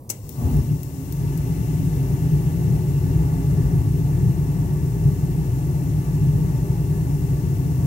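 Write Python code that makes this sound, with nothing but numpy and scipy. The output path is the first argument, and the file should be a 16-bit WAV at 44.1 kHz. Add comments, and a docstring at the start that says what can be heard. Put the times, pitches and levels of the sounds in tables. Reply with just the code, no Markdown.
"""A gas boiler's flame catches with a soft whoomph, sinks, then settles to a low fluttering roar.
Turbulent combustion is a broadband source, filtered by the resonances of firebox and flue.
Just before it lights, a solenoid valve snaps open and buzzes at twice the mains frequency, and gas
hisses from the jets. The igniter ticks five times as the flame takes hold.
A draught murmurs in the flue. All is heard close to the open burner tray."""
import sys
import numpy as np
from scipy import signal
from scipy.fft import rfft, irfft
from scipy.io import wavfile
from scipy.ndimage import uniform_filter1d

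SR = 44100
rng = np.random.default_rng(int(sys.argv[2]) if len(sys.argv) > 2 else 0)


def put_to_file(sound):
    """Save the sound as 16-bit audio at rate SR, in the file named by the first command-line argument."""
    columns = np.atleast_2d(sound).T  # one column per channel
    safe = np.clip(columns, -1, 1)
    whole_steps = np.round(safe * 32767)
    wavfile.write(sys.argv[1], SR, whole_steps.astype(np.int16))


N = 346626
T = np.arange(N) / SR
HZ = np.fft.rfftfreq(N, 1 / SR)


# Flame strength, small at first and growing as the flue draws: t/s, relative level/dB
FLAME_GROWTH = [(.22, -24), (.35, -18), (.6, -6), (.92, -13.5), (1.1, -8), (1.25, -3), (2.0, -0.4),
                (3.1, 0.5), (3.9, 1.2), (4.55, -0.6), (5.75, -1), (6.5, 0), (7.1, -0.5), (7.86, -0.5)]
# Spectrum of combustion noise: f/Hz, relative level/dB
COMBUSTION_SPECTRUM = [(20, -40), (35, -34), (54, -11), (100, -8.5), (168, -4.5), (200, -21), (260, -27.5),
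                       (400, -25.5), (440, -37), (520, -40), (950, -46.5), (1030, -46.5), (1900, -50),
                       (3200, -70.5)]
# Level difference of the flame, left minus right: f/Hz, level/dB
FLAME_BALANCE = [(58, 1), (80, 6), (110, 2), (160, 0.5), (185, 10), (215, -2), (245, 12.5), (272, -9),
                 (320, 1), (600, 1.5), (900, 0.5), (1400, -8), (2500, 1.5)]
# Coherence of left and right: f/Hz, coherence/1
FLAME_COHERENCE = [(30, 1), (60, 0.98), (160, .99), (215, 0.97), (280, 1), (450, 0.84), (540, 0.59),
                   (700, 0.82), (1200, 1), (2500, 1)]
# Phase lead of left over right: f/Hz, phase/rad
FLAME_PHASE = [(40, .25), (110, 0.27), (200, 0.37), (260, 0.098), (400, 0.44), (650, 0.71), (1030, 1.5),
               (1300, 2.57), (1720, 5.12)]
def flame(lights_s=0.222, onset_s=0.027, swell_s=0.14, rumble_db=-28.5, roar_db=-21, rush_db=-35):
    """Turbulent combustion drives the firebox; each band grows as a power of the flame's strength."""
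    balance_db = spectrum(FLAME_BALANCE) * np.array([[0.5], [-0.5]])
    fire_db = spectrum(COMBUSTION_SPECTRUM) + firebox() + balance_db
    fire = rfft(noise(fire_db, spectrum(FLAME_COHERENCE), spectrum(FLAME_PHASE)))
    below_roar = 1 / (1 + (HZ / 95) ** 16)
    below_rush = 1 / (1 + (HZ / 215) ** 16)
    burning = envelope(FLAME_GROWTH)
    rumble_flare, roar_flare = np.sqrt(flares())
    # steady burning and flare-ups add in power
    rumble = np.hypot(amp(rumble_db) * burning ** 0.81, rumble_flare)
    roar = np.hypot(amp(roar_db) * burning ** 0.98, roar_flare)
    rush = np.hypot(amp(rush_db) * burning ** 0.68, amp(-15) * rumble_flare)
    out = hum()
    for passband, gain in (below_roar, rumble), (below_rush - below_roar, roar), (1 - below_rush, rush):
        band = irfft(fire * passband, N)
        # dividing by the running rms keeps the fast flutter; the slow swell follows the flame
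        out += gain * band / running_rms(band, swell_s)
    return out * np.clip((T - lights_s) / onset_s, 0, 1)


# Flare-ups, as the burners catch in turn and now and then later:
# t/s, hold/s, rumble level/dB, roar level/dB
FLARE_UPS = [(0.244, 0.011, -34, -42), (0.38, .02, -50, -26), (0.448, .03, -21, -21.5),
             (0.543, 0.05, -19, -19.5), (0.707, 0.014, -27.5, -15), (1.228, 0.026, -29, -20.5),
             (1.814, 0.014, -47, -16.5), (2.29, 0.082, -39, -19), (2.7, 0.026, -42, -16),
             (3.088, 0.15, -23.5, -25.5), (3.523, 0.28, -26, -24.5), (4.176, 0.12, -30, -19),
             (5.035, 0.074, -26, -18.5), (6.226, 0.17, -32, -19)]
def flares(rise_s=0.023, fall_s=0.022):
    """Incoherent sources add in power: the flare-ups' total, for the rumble and for the roar."""
    return sum(burst(s, hold_s, rise_s, fall_s, [[rumble_db], [roar_db]]) ** 2
               for s, hold_s, rumble_db, roar_db in FLARE_UPS)


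# Resonances of firebox and flue: f/Hz, width/Hz, level/dB
FIREBOX_MODES = [(55.3, 11, 4), (115, 21.7, 4.5), (143.9, 25.2, 7.5), (272.4, 12.6, 12.5), (298.2, 18.2, 9),
                 (325.6, 15.5, 6.5), (361, 11.6, 9), (400.5, 34, 7), (463, 40, 8.5), (593, 29, 8.5),
                 (716.5, 65, 9.5), (822.5, 44, 8.5), (908, 141, 10), (1157, 98, 7), (1722, 44, 6.5)]
# Interference in the casing, mostly nulls: f/Hz, width/Hz, level/dB
CASING_NULLS = [(285.6, 4, -15), (495, 5.1, 2), (530, 31, -21), (790, 13, -13), (1043, 36, -14),
                (1300, 44, -3), (1610, 120, -6.5)]
def firebox():
    """Cavity response in dB: standing waves give peaks, destructive interference gives dips."""
    return bells(FIREBOX_MODES) + bells(CASING_NULLS)


# The firebox resonance that hums: f/Hz, width/Hz, level/dB
HUM_MODE = [(267, 75, 58)]
def hum():
    """A noise-driven resonance hums while the firebox is cold and fades as it warms."""
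    gain = burst(s=0.58, hold_s=2.8, rise_s=0.078, fall_s=2.9, db=-40.5)
    hum_db = bells(HUM_MODE) - 40 * np.log10(1 + HZ / 500)
    return gain * noise(hum_db, coherence=1) * amp([[-1.5], [1.5]])


# Spectrum of the flame front: f/Hz, relative level/dB
FRONT_SPECTRUM = [(250, -13), (420, 2.5), (600, -3.5), (900, -10), (1100, -5.5), (1600, -14), (2100, -31),
                  (4000, -40)]
# Spectrum of the puff: f/Hz, relative level/dB
PUFF_SPECTRUM = [(120, -34), (195, 1), (240, 11), (275, -1), (320, -18), (500, -52)]
def whoomph():
    """Deflagration: a hollow flare runs along the burners and the gathered gas burns in one low puff."""
    lead = spectrum(FLAME_PHASE)
    front = noise(spectrum(FRONT_SPECTRUM) + firebox(), coherence=0.84, lead=lead)
    front *= burst(s=0.41, hold_s=0.08, rise_s=0.05, fall_s=0.08, db=-39)
    puff = noise(spectrum(PUFF_SPECTRUM), coherence=0.89, lead=lead)
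    puff *= burst(s=0.458, hold_s=0.15, rise_s=0.052, fall_s=0.05, db=-27.5)
    return front + puff


# Flow through the open valve: t/s, jet hiss level/dB, drawn air level/dB
GAS_FLOW = [(.14, -48, -54), (.21, -51.5, -63), (.31, -44, -60.5), (.5, -42, -49), (.82, -45.5, -57),
            (1.3, -43.5, -50.5), (1.9, -43, -49.5), (4.6, -45, -52.5), (7.86, -44, -52)]
# Spectrum of the jets: f/Hz, relative level/dB
JET_SPECTRUM = [(1500, -24), (3200, -9), (4800, -3.5), (5400, 0), (6500, 1.5), (8300, -2), (9000, -1.5),
                (10600, -1.5), (11900, 3), (13000, 1), (14500, 0.5), (15500, -5.5)]
# Thin sizzle at the top of the hiss: f/Hz, width/Hz, level/dB
SIZZLE_PEAK = [(15600, 1100, 40)]
# Spectrum of the drawn air: f/Hz, relative level/dB
AIR_SPECTRUM = [(900, -10), (1500, 0), (2000, -2.1), (2600, 1.5), (3100, -3.5), (4500, -11), (7000, -47)]
# Resonances of the burner tubes: f/Hz, width/Hz, level/dB
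TUBE_MODES = [(2016, 35, 6), (2300, 83, 3), (2733, 90, 7.5), (3640, 210, 5.1), (4110, 180, 8.4)]
def jets(fill_s=0.027, ripple_db=2.26, ripple_hz=60, whistle_hz=2040, waver_hz=1.67):
    """Turbulent gas jets hiss and entrain air into the burner tubes, one of which whistles faintly."""
    # reflections in the casing comb the hiss, differently on each side
    comb_bins = int(ripple_hz * N / SR) + 1
    comb_db = ripple_db * unit_rms(uniform_filter1d(rng.standard_normal((2, len(HZ))), comb_bins))
    lead = 2 * np.pi * HZ * 0.000338  # the right side hears it 0.338 ms later
    opened = np.clip((T - PLUNGER_IMPACTS[-1][0]) / fill_s, 0, 1)
    gas = opened * envelope(GAS_FLOW)
    draw = opened * envelope(GAS_FLOW, column=2)
    hiss = gas * noise(spectrum(JET_SPECTRUM) + comb_db, coherence=0.35, lead=lead)
    sizzle_gain = amp(-12 + 7 * np.exp(-T / 0.9)) * gas  # strongest as the gas starts
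    sizzle = sizzle_gain * noise(bells(SIZZLE_PEAK) + comb_db, coherence=0.35, lead=lead)
    drift = unit_rms(uniform_filter1d(rng.standard_normal(N), size=3000))
    phase = 2 * np.pi * np.cumsum(whistle_hz + waver_hz * drift) / SR
    whistle = amp(-69.5) * unit_rms(np.sin(phase)) * unit_rms(draw)
    air = draw * noise(spectrum(AIR_SPECTRUM) + bells(TUBE_MODES) + comb_db, coherence=0.6, lead=lead)
    return shadow(hiss + sizzle, right_db=-25.5) + shadow(air, right_db=-21.5) + whistle


# The plunger lifts, then seats: t/s, relative level/dB, T60/s
PLUNGER_IMPACTS = [(0.0934, -6, 0.077), (0.1005, 5.5, 0.062)]
# Spectrum of the click: f/Hz, relative level/dB
CLICK_SPECTRUM = [(300, -18), (900, -16), (1300, -22), (2300, -19), (3300, -19), (4700, -7), (5600, 1),
                  (7900, 4), (9500, -3), (12500, -2), (15500, -2)]
# Modes of the valve body: f/Hz, width/Hz, level/dB
VALVE_MODES = [(2170, 280, 18), (2730, 220, 15), (5200, 220, 6), (6130, 210, 8), (7800, 330, 7),
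               (9500, 260, 8), (10700, 240, 8), (11800, 470, 6), (12420, 240, 6), (13600, 240, 3)]
# Spectrum of the panels' dull ring: f/Hz, relative level/dB
PANEL_SPECTRUM = [(120, -18), (220, -5), (380, 3), (700, 0.5), (1100, -9.5), (1600, -11.5), (2300, -10),
                  (4000, -17.5)]
def valve(force_db=-7.5, room_db=-19, thud_db=-17.5):
    """Impact excitation: the plunger rings the valve body, the room reverberates and the panels thud."""
    snap, thud = np.zeros((2, 2, N))
    for s, db, t60 in PLUNGER_IMPACTS:
        add(snap, s, amp(db + force_db) * knock(tail_db=9.5, t60=t60))
    snap = shadow(snap, right_db=-10)
    room = signal.oaconvolve(snap[:1], knock(tail_db=7, t60=0.22), axes=1)[:, :N] / 2
    click = colour(snap + amp(room_db) * room, spectrum(CLICK_SPECTRUM) + bells(VALVE_MODES))
    add(thud, PLUNGER_IMPACTS[-1][0], amp(thud_db) * knock(tail_db=9, t60=0.18, size=24000))
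    return click + colour(thud, spectrum(PANEL_SPECTRUM))


# Igniter discharges: t/s, relative level/dB
SPARK_TICKS = [(0.2928, -10), (.5685, -17), (0.8326, -12), (1.1245, -10.5), (1.3764, -13)]
# Spectrum of a spark: f/Hz, relative level/dB
SPARK_SPECTRUM = [(1500, -24), (4000, -13.5), (6000, -7), (9500, -9), (12500, 3), (15500, -1.5)]
def igniter(snap_db=2.5):
    """Each spark is an impulsive source: a tiny bright snap followed by brief reflections."""
    snaps = np.zeros((2, N))
    for s, db in SPARK_TICKS:
        add(snaps, s, amp(db + snap_db) * knock(tail_db=0, t60=0.035))
    return shadow(colour(snaps, spectrum(SPARK_SPECTRUM)), right_db=-16)


# Spectrum of the armature's chatter: f/Hz, relative level/dB
CHATTER_SPECTRUM = [(3000, -40), (5600, -8), (6700, -7), (7100, 14), (8400, 13), (9200, -9), (10100, -25),
                    (11500, -20), (12800, -2), (14300, -2), (15500, -3.5)]
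def solenoid(chatter_hz=119.975, buzz_db=-55, force_spread=0.19, bounce_s=0.0015, bounce_gain=0.16):
    """Forced vibration: the armature strikes and bounces at each magnetic pull, two per mains cycle."""
    first_pull = np.ceil(PLUNGER_IMPACTS[-1][0] * chatter_hz)
    times = np.arange(first_pull, T[-1] * chatter_hz - 1) / chatter_hz
    force = 1 + force_spread * rng.standard_normal((len(times), 1))
    strikes = np.zeros(N)
    for delay, gain in (0, 1), (bounce_s, bounce_gain):
        position = (times[:, None] + delay) * SR
        near = position.astype(int) + np.arange(-10, 10)
        strikes[near] += gain * force * np.sinc(near - position)  # pulses fall between samples
    ringing = signal.oaconvolve(strikes[None], knock(tail_db=0, t60=0.045), axes=1)[:, :N]
    buzz = colour(ringing, spectrum(CHATTER_SPECTRUM))
    return shadow(amp(buzz_db) * unit_rms(buzz), right_db=-10)


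# Spectrum of the flue draught: f/Hz, relative level/dB
DRAUGHT_SPECTRUM = [(25, -29), (70, -8.5), (110, 0.5), (135, -3.5), (175, -12), (250, -13), (320, -17.5),
                    (560, -21.5), (720, -29.5), (1100, -29.5), (1450, -46), (3000, -55), (12000, -42.5)]
def draught(db=-39):
    """Flow noise: air murmurs through the flue even with the burner off."""
    return amp(db) * noise(spectrum(DRAUGHT_SPECTRUM), coherence=1, lead=spectrum(FLAME_PHASE))


def amp(db):
    """Amplitude ratio of a level in decibels."""
    return 10 ** (np.asarray(db) / 20)


def unit_rms(x):
    """Normalisation to an rms of 1."""
    return x / np.sqrt(np.mean(x ** 2) + 1e-20)


def running_rms(x, width_s):
    """Short-time rms of the mean of both sides, under a Hann window width_s wide at half height."""
    window = np.hanning(int(2 * width_s * SR))
    power = signal.fftconvolve(x.mean(0) ** 2, window / window.sum(), "same")
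    return np.sqrt(abs(power) + 1e-20)


def spectrum(points):
    """Interpolation of a frequency table on a logarithmic axis."""
    f, value = np.transpose(points)
    return np.interp(np.log(HZ + 1), np.log(f + 1), value)


def envelope(rows, column=1):
    """Amplitude envelope from one dB column of a time table."""
    columns = np.transpose(rows)
    return amp(np.interp(T, columns[0], columns[column]))


def burst(s, hold_s, rise_s, fall_s, db):
    """Exponential growth to db at time s, a hold, then exponential decay."""
    return amp(db) * np.exp(-np.maximum(s - T, 0) / rise_s - np.maximum(T - s - hold_s, 0) / fall_s)


def bells(modes):
    """Resonance peaks and dips as Gaussian curves in dB."""
    return sum(db * np.exp(-np.log(2) * (2 * (HZ - hz) / width) ** 2) for hz, width, db in modes)


def noise(shape_db, coherence, lead=0):
    """Partially coherent stereo noise of unit rms; the left side leads by lead radians."""
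    left, independent = rfft(rng.standard_normal((2, N)))
    coherence = np.clip(coherence, 0, 1)
    right = (coherence * left + np.sqrt(1 - coherence ** 2) * independent) * np.exp(-1j * lead)
    return unit_rms(irfft(np.array([left, right]) * amp(shape_db), N))


def colour(x, shape_db):
    """Minimum-phase filter of unit power gain: causality keeps attacks sharp."""
    cepstrum = irfft(np.log(unit_rms(amp(shape_db))), N)
    cepstrum[1:N // 2] *= 2
    cepstrum[N // 2 + 1:] = 0
    return irfft(rfft(x) * np.exp(rfft(cepstrum)), N)


def shadow(x, right_db):
    """Acoustic shadow: the left side faces the burner, the right is shielded by a fixed gain."""
    return x * amp([[0], [right_db]])


def knock(tail_db, t60, size=12000):
    """Impulse response: a direct pulse, then dense reflections with tail_db of its energy."""
    tail = rng.standard_normal((2, size)) * np.exp(-np.log(1000) * T[:size] / t60)
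    sound = amp(tail_db) * tail / np.linalg.norm(tail, axis=1, keepdims=True)
    sound[0, 0] += 1
    sound[1, 14] += 1  # reaches the right a third of a millisecond later
    return sound


def add(mix, s, sound):
    """Superposes a stereo sound on the mix at time s."""
    part = mix[:, max(round(s * SR), 0):][:, :sound.shape[1]]
    part += sound[:, :part.shape[1]]


def scene():
    """Linear superposition of flue, valve, gas, sparks and fire."""
    return draught() + valve() + solenoid() + jets() + igniter() + whoomph() + flame()


def record(dry):
    """Band limiting by a steep linear-phase low-pass filter."""
    lowpass = signal.firwin(1023, cutoff=15810, window=("kaiser", 9), fs=SR)
    return signal.oaconvolve(dry, lowpass[None], "same", axes=1)


dry = scene()
out = record(dry)
put_to_file(out)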